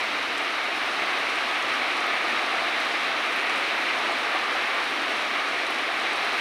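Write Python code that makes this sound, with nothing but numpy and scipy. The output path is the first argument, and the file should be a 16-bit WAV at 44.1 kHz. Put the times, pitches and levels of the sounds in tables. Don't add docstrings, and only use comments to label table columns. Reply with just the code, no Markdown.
import sys
import numpy as np
from scipy import signal
from scipy.fft import rfft, irfft
from scipy.io import wavfile

SR = 44100
rng = np.random.default_rng(int(sys.argv[2]) if len(sys.argv) > 2 else 0)


def digitize_waveform(pressure):
    field = np.atleast_2d(pressure).T
    bounded = np.clip(field, -1, 1)
    quanta = np.round(bounded * 32767).astype(np.int16)
    wavfile.write(sys.argv[1], SR, quanta)


N = 282284
TIME = np.arange(N) / SR
FREQ = np.maximum(np.fft.rfftfreq(N, 1 / SR), 1)

# (time [s], level [dB])
RAIN_LEVEL = [(0, -26.5), (0.75, -27), (1.05, -26), (1.6, -26), (2.0, -26), (2.85, -26), (3.55, -26),
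              (4.6, -26), (5.0, -26.5), (6.0, -26.5), (6.3, -25.5)]
# (frequency [Hz], gain [dB])
FOLIAGE_TONE = [(240, -9.5), (330, -5.5), (420, -8.5), (1000, -4.5), (1550, -2), (1950, -1.1),
                (2280, -0.16), (2950, -6), (3450, -8.5), (3900, -8), (4450, -14), (5000, -19),
                (5550, -19.5), (7400, -32), (9200, -28)]
# (pitch [Hz], width [Hz], level [dB])
BIG_LEAF_NOTES = [(698, 86, -4.5), (790, 133, -6.5), (1183, 110, -3), (1262, 92, -4)]
# (frequency [Hz], gain [dB])
SPLASH_TONE = [(500, -16), (2000, -7), (4000, 8.5), (6000, 7), (7500, -1), (10000, 3), (12500, 2),
               (15500, -4)]
# (frequency [Hz], gain [dB])
DROPLET_TONE = [(6000, -30), (10000, -10), (13000, 0)]
# (time [s], strength [dB], middle of the splat's band [Hz])
FAT_DRIPS = [(0.379, -14, 8500), (1.186, -15, 15000), (1.298, -19, 7500), (1.3575, -20, 9000),
             (1.3843, -20, 8500), (1.625, -16, 8300), (1.968, -19, 9000), (2.005, -19, 8500),
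             (2.066, -14, 14000), (2.8025, -15, 9800), (3.362, -12, 14000), (3.392, -22, 10500),
             (3.4962, -18.5, 8500), (3.5775, -16.5, 11500), (4.122, -19, 9000), (5.169, -21.5, 12000),
             (5.667, -19, 8000), (5.7055, -15, 13000), (5.7465, -21, 8500), (5.814, -22, 9000),
             (6.132, -18, 9500), (6.16, -19.5, 10000), (6.248, -17, 11000)]
# (middle time [s], length [s], pitch [Hz], swell [dB])
WATER_SPILLS = [(1.14, 0.16, 1200, 2), (1.7, 0.76, 2710, 4.5), (1.756, 0.08, 1690, 6),
                (1.81, 0.05, 1200, 3), (1.94, 0.38, 330, 7), (2.043, 0.08, 1200, 4.5),
                (2.12, 0.051, 1680, 9), (2.32, 0.11, 2100, 6), (2.57, 0.12, 740, 1.5),
                (2.773, 0.1, 3200, 5), (3.4, 0.61, 2300, 5.5), (3.887, 0.08, 2450, 9),
                (4.11, 0.062, 764, 5), (4.39, 0.11, 880, 3), (4.53, 0.13, 1750, 7.5),
                (4.78, 0.06, 1200, 2.5), (5.042, 0.21, 338, 6.5), (5.15, 0.08, 2250, 5),
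                (5.367, 0.1, 2450, 6.5), (5.55, 0.7, 353, 6.5), (5.59, 0.1, 2300, 6)]
# (time [s], peak level [dB], pitch [Hz])
LEAF_KNOCKS = [(2.538, -22.5, 762), (2.563, -27, 710), (2.620, -27, 690), (4.349, -26, 757),
               (4.552, -24, 738)]
# (frequency [Hz], gain [dB])
MIC_TONE = [(20, -25), (40, -29), (80, -18.5), (108, -13), (140, -14.5), (175, -10.5), (205, -5),
            (270, 0), (9500, 0), (15000, -6.0)]


def gain(db):
    return 10 ** (np.asarray(db) / 20)


def at_level(x, db=0):
    return x * gain(db) / np.sqrt(np.mean(x ** 2))


def tone_curve(points):
    hz, db = np.transpose(points)
    return np.interp(np.log(FREQ), np.log(hz), db)


def bell(offset, width):
    return np.exp(-np.log(2) * (2 * offset / width) ** 2)


def shape_tone(x, points, extra_db=0):
    return irfft(rfft(x) * gain(tone_curve(points) + extra_db), N)


def wander(rate_hz):
    slow_only = np.exp(-(FREQ / rate_hz) ** 2)
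    return at_level(irfft(rfft(rng.standard_normal(N)) * slow_only, N))


def fade(age, fade_s):
    return np.exp(-np.log(1000) * age / fade_s)


def impacts(per_s, spread_db):
    lands = rng.random(N) < per_s / SR
    size = gain(spread_db * np.minimum(rng.exponential(size=N), 5))
    return lands * size * rng.choice([-1, 1], N)


def ring(taps, hz, fade_s):
    age = TIME[:SR // 10]
    note = np.sin(2 * np.pi * hz * age) * fade(age, fade_s)
    return at_level(signal.oaconvolve(taps, note)[:N])


def burst(fade_s):
    age = TIME[:SR // 10]
    noise = rng.standard_normal(len(age)) * fade(age, fade_s)
    return noise / np.sqrt(np.sum(noise ** 2))


def ticks(per_s, spread_db, fade_s):
    return signal.oaconvolve(impacts(per_s, spread_db), burst(fade_s))[:N]


def far_wash(waver_db=0.5, waver_hz=9):
    noise = rfft(rng.standard_normal(N))
    out = 0
    for octave in range(5, 15):
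        band = np.maximum(1 - np.abs(np.log2(FREQ) - octave), 0)
        out += irfft(noise * band, N) * gain(waver_db * wander(waver_hz))
    return shape_tone(out, FOLIAGE_TONE)


def leaf_patter(leaves=48, low_hz=300, high_hz=5500, cycles=21, cluster_db=0.7, cluster_hz=14):
    pitches = np.linspace(np.sqrt(low_hz), np.sqrt(high_hz), leaves) ** 2
    out = 0
    for hz, swell_db in zip(pitches, spill_swells(pitches)):
        leaf = ring(impacts(per_s=190, spread_db=1.5), hz, fade_s=cycles / hz)
        weight = hz ** 0.25
        out += weight * leaf * gain(swell_db)
    clusters = gain(cluster_db * wander(cluster_hz))
    return shape_tone(out * clusters, FOLIAGE_TONE)


def big_leaf_drumming(sway_db=0.46, sway_hz=5):
    swells = spill_swells([hz for hz, _, _ in BIG_LEAF_NOTES])
    out = 0
    for (hz, width_hz, db), swell_db in zip(BIG_LEAF_NOTES, swells):
        fade_s = np.log(1000) / (np.pi * width_hz)
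        leaf = ring(impacts(per_s=900, spread_db=1.1), hz, fade_s)
        out += leaf * gain(db + sway_db * wander(sway_hz) + swell_db)
    return at_level(out)


def spray(patches=16, flurry_db=2.0, flurry_hz=14):
    shatter = sum(ticks(per_s=45, spread_db=3.0, fade_s=0.012) for _ in range(patches))
    return at_level(shape_tone(shatter, SPLASH_TONE)) * gain(flurry_db * wander(flurry_hz))


def small_drips():
    return shape_tone(ticks(per_s=9, spread_db=6.0, fade_s=0.015), SPLASH_TONE)


def droplets():
    return shape_tone(ticks(per_s=40, spread_db=2.2, fade_s=0.004), DROPLET_TONE)


def shelter_echo(x, echo_db=-9, fade_s=0.09):
    delayed = np.pad(x, (SR // 200, 0))
    return gain(echo_db) * signal.oaconvolve(delayed, burst(fade_s))[:N]


def fat_drips(crack_s=0.012, scatter_s=0.04, scatter_db=-4, half_band_hz=2900):
    out = np.zeros(N + SR)
    for time_s, db, hz in FAT_DRIPS:
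        splat = burst(crack_s) + gain(scatter_db) * burst(scatter_s)
        edges_hz = [hz - half_band_hz, hz + half_band_hz]
        band = signal.butter(2, edges_hz, "bandpass", fs=SR, output="sos")
        start = int(time_s * SR)
        out[start:start + len(splat)] += gain(db) * signal.sosfilt(band, splat)
    return shape_tone(out[:N], SPLASH_TONE)


def spill_swells(pitches, width_octaves=0.69):
    middle_s, length_s, hz, db = np.transpose(WATER_SPILLS)
    when = bell(TIME - middle_s[:, None], length_s[:, None])
    nearness = bell(np.log2(np.array(pitches)[:, None] / hz), width_octaves)
    return (nearness * db) @ when


def leaf_knocks(fade_s=0.09):
    out = 0
    for time_s, db, hz in LEAF_KNOCKS:
        age = np.maximum(TIME - time_s, 0)
        out += gain(db) * np.sin(2 * np.pi * hz * age) * fade(age, fade_s)
    return out


def scene(drum_follow=1.9, spray_follow=0.5):
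    rain_db = np.interp(TIME, *np.transpose(RAIN_LEVEL))
    average_db = rain_db.mean()
    surge_db = rain_db - average_db
    wash = at_level(far_wash(), db=-1.69) * gain(rain_db)
    patter = at_level(leaf_patter(), db=-6.5) * gain(rain_db)
    drumming = big_leaf_drumming() * gain(average_db - 7.5 + drum_follow * surge_db)
    near = spray() * gain(-52 + spray_follow * surge_db)
    near += fat_drips()
    near += at_level(small_drips(), db=-67)
    near += at_level(droplets(), db=-63)
    return (wash + patter + drumming + near + shelter_echo(near) + leaf_knocks())[None]


def record(dry, top_hz=15450):
    low_dip_db = -19 * bell(FREQ - 168.3, width=29)
    high_dip_db = -11 * bell(FREQ - 12680, width=3900)
    heard = shape_tone(dry[0], MIC_TONE, low_dip_db + high_dip_db)
    top_cut = signal.ellip(12, 0.1, 70, top_hz, fs=SR, output="sos")
    return signal.sosfilt(top_cut, heard)[None]


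dry = scene()
out = record(dry)
digitize_waveform(out)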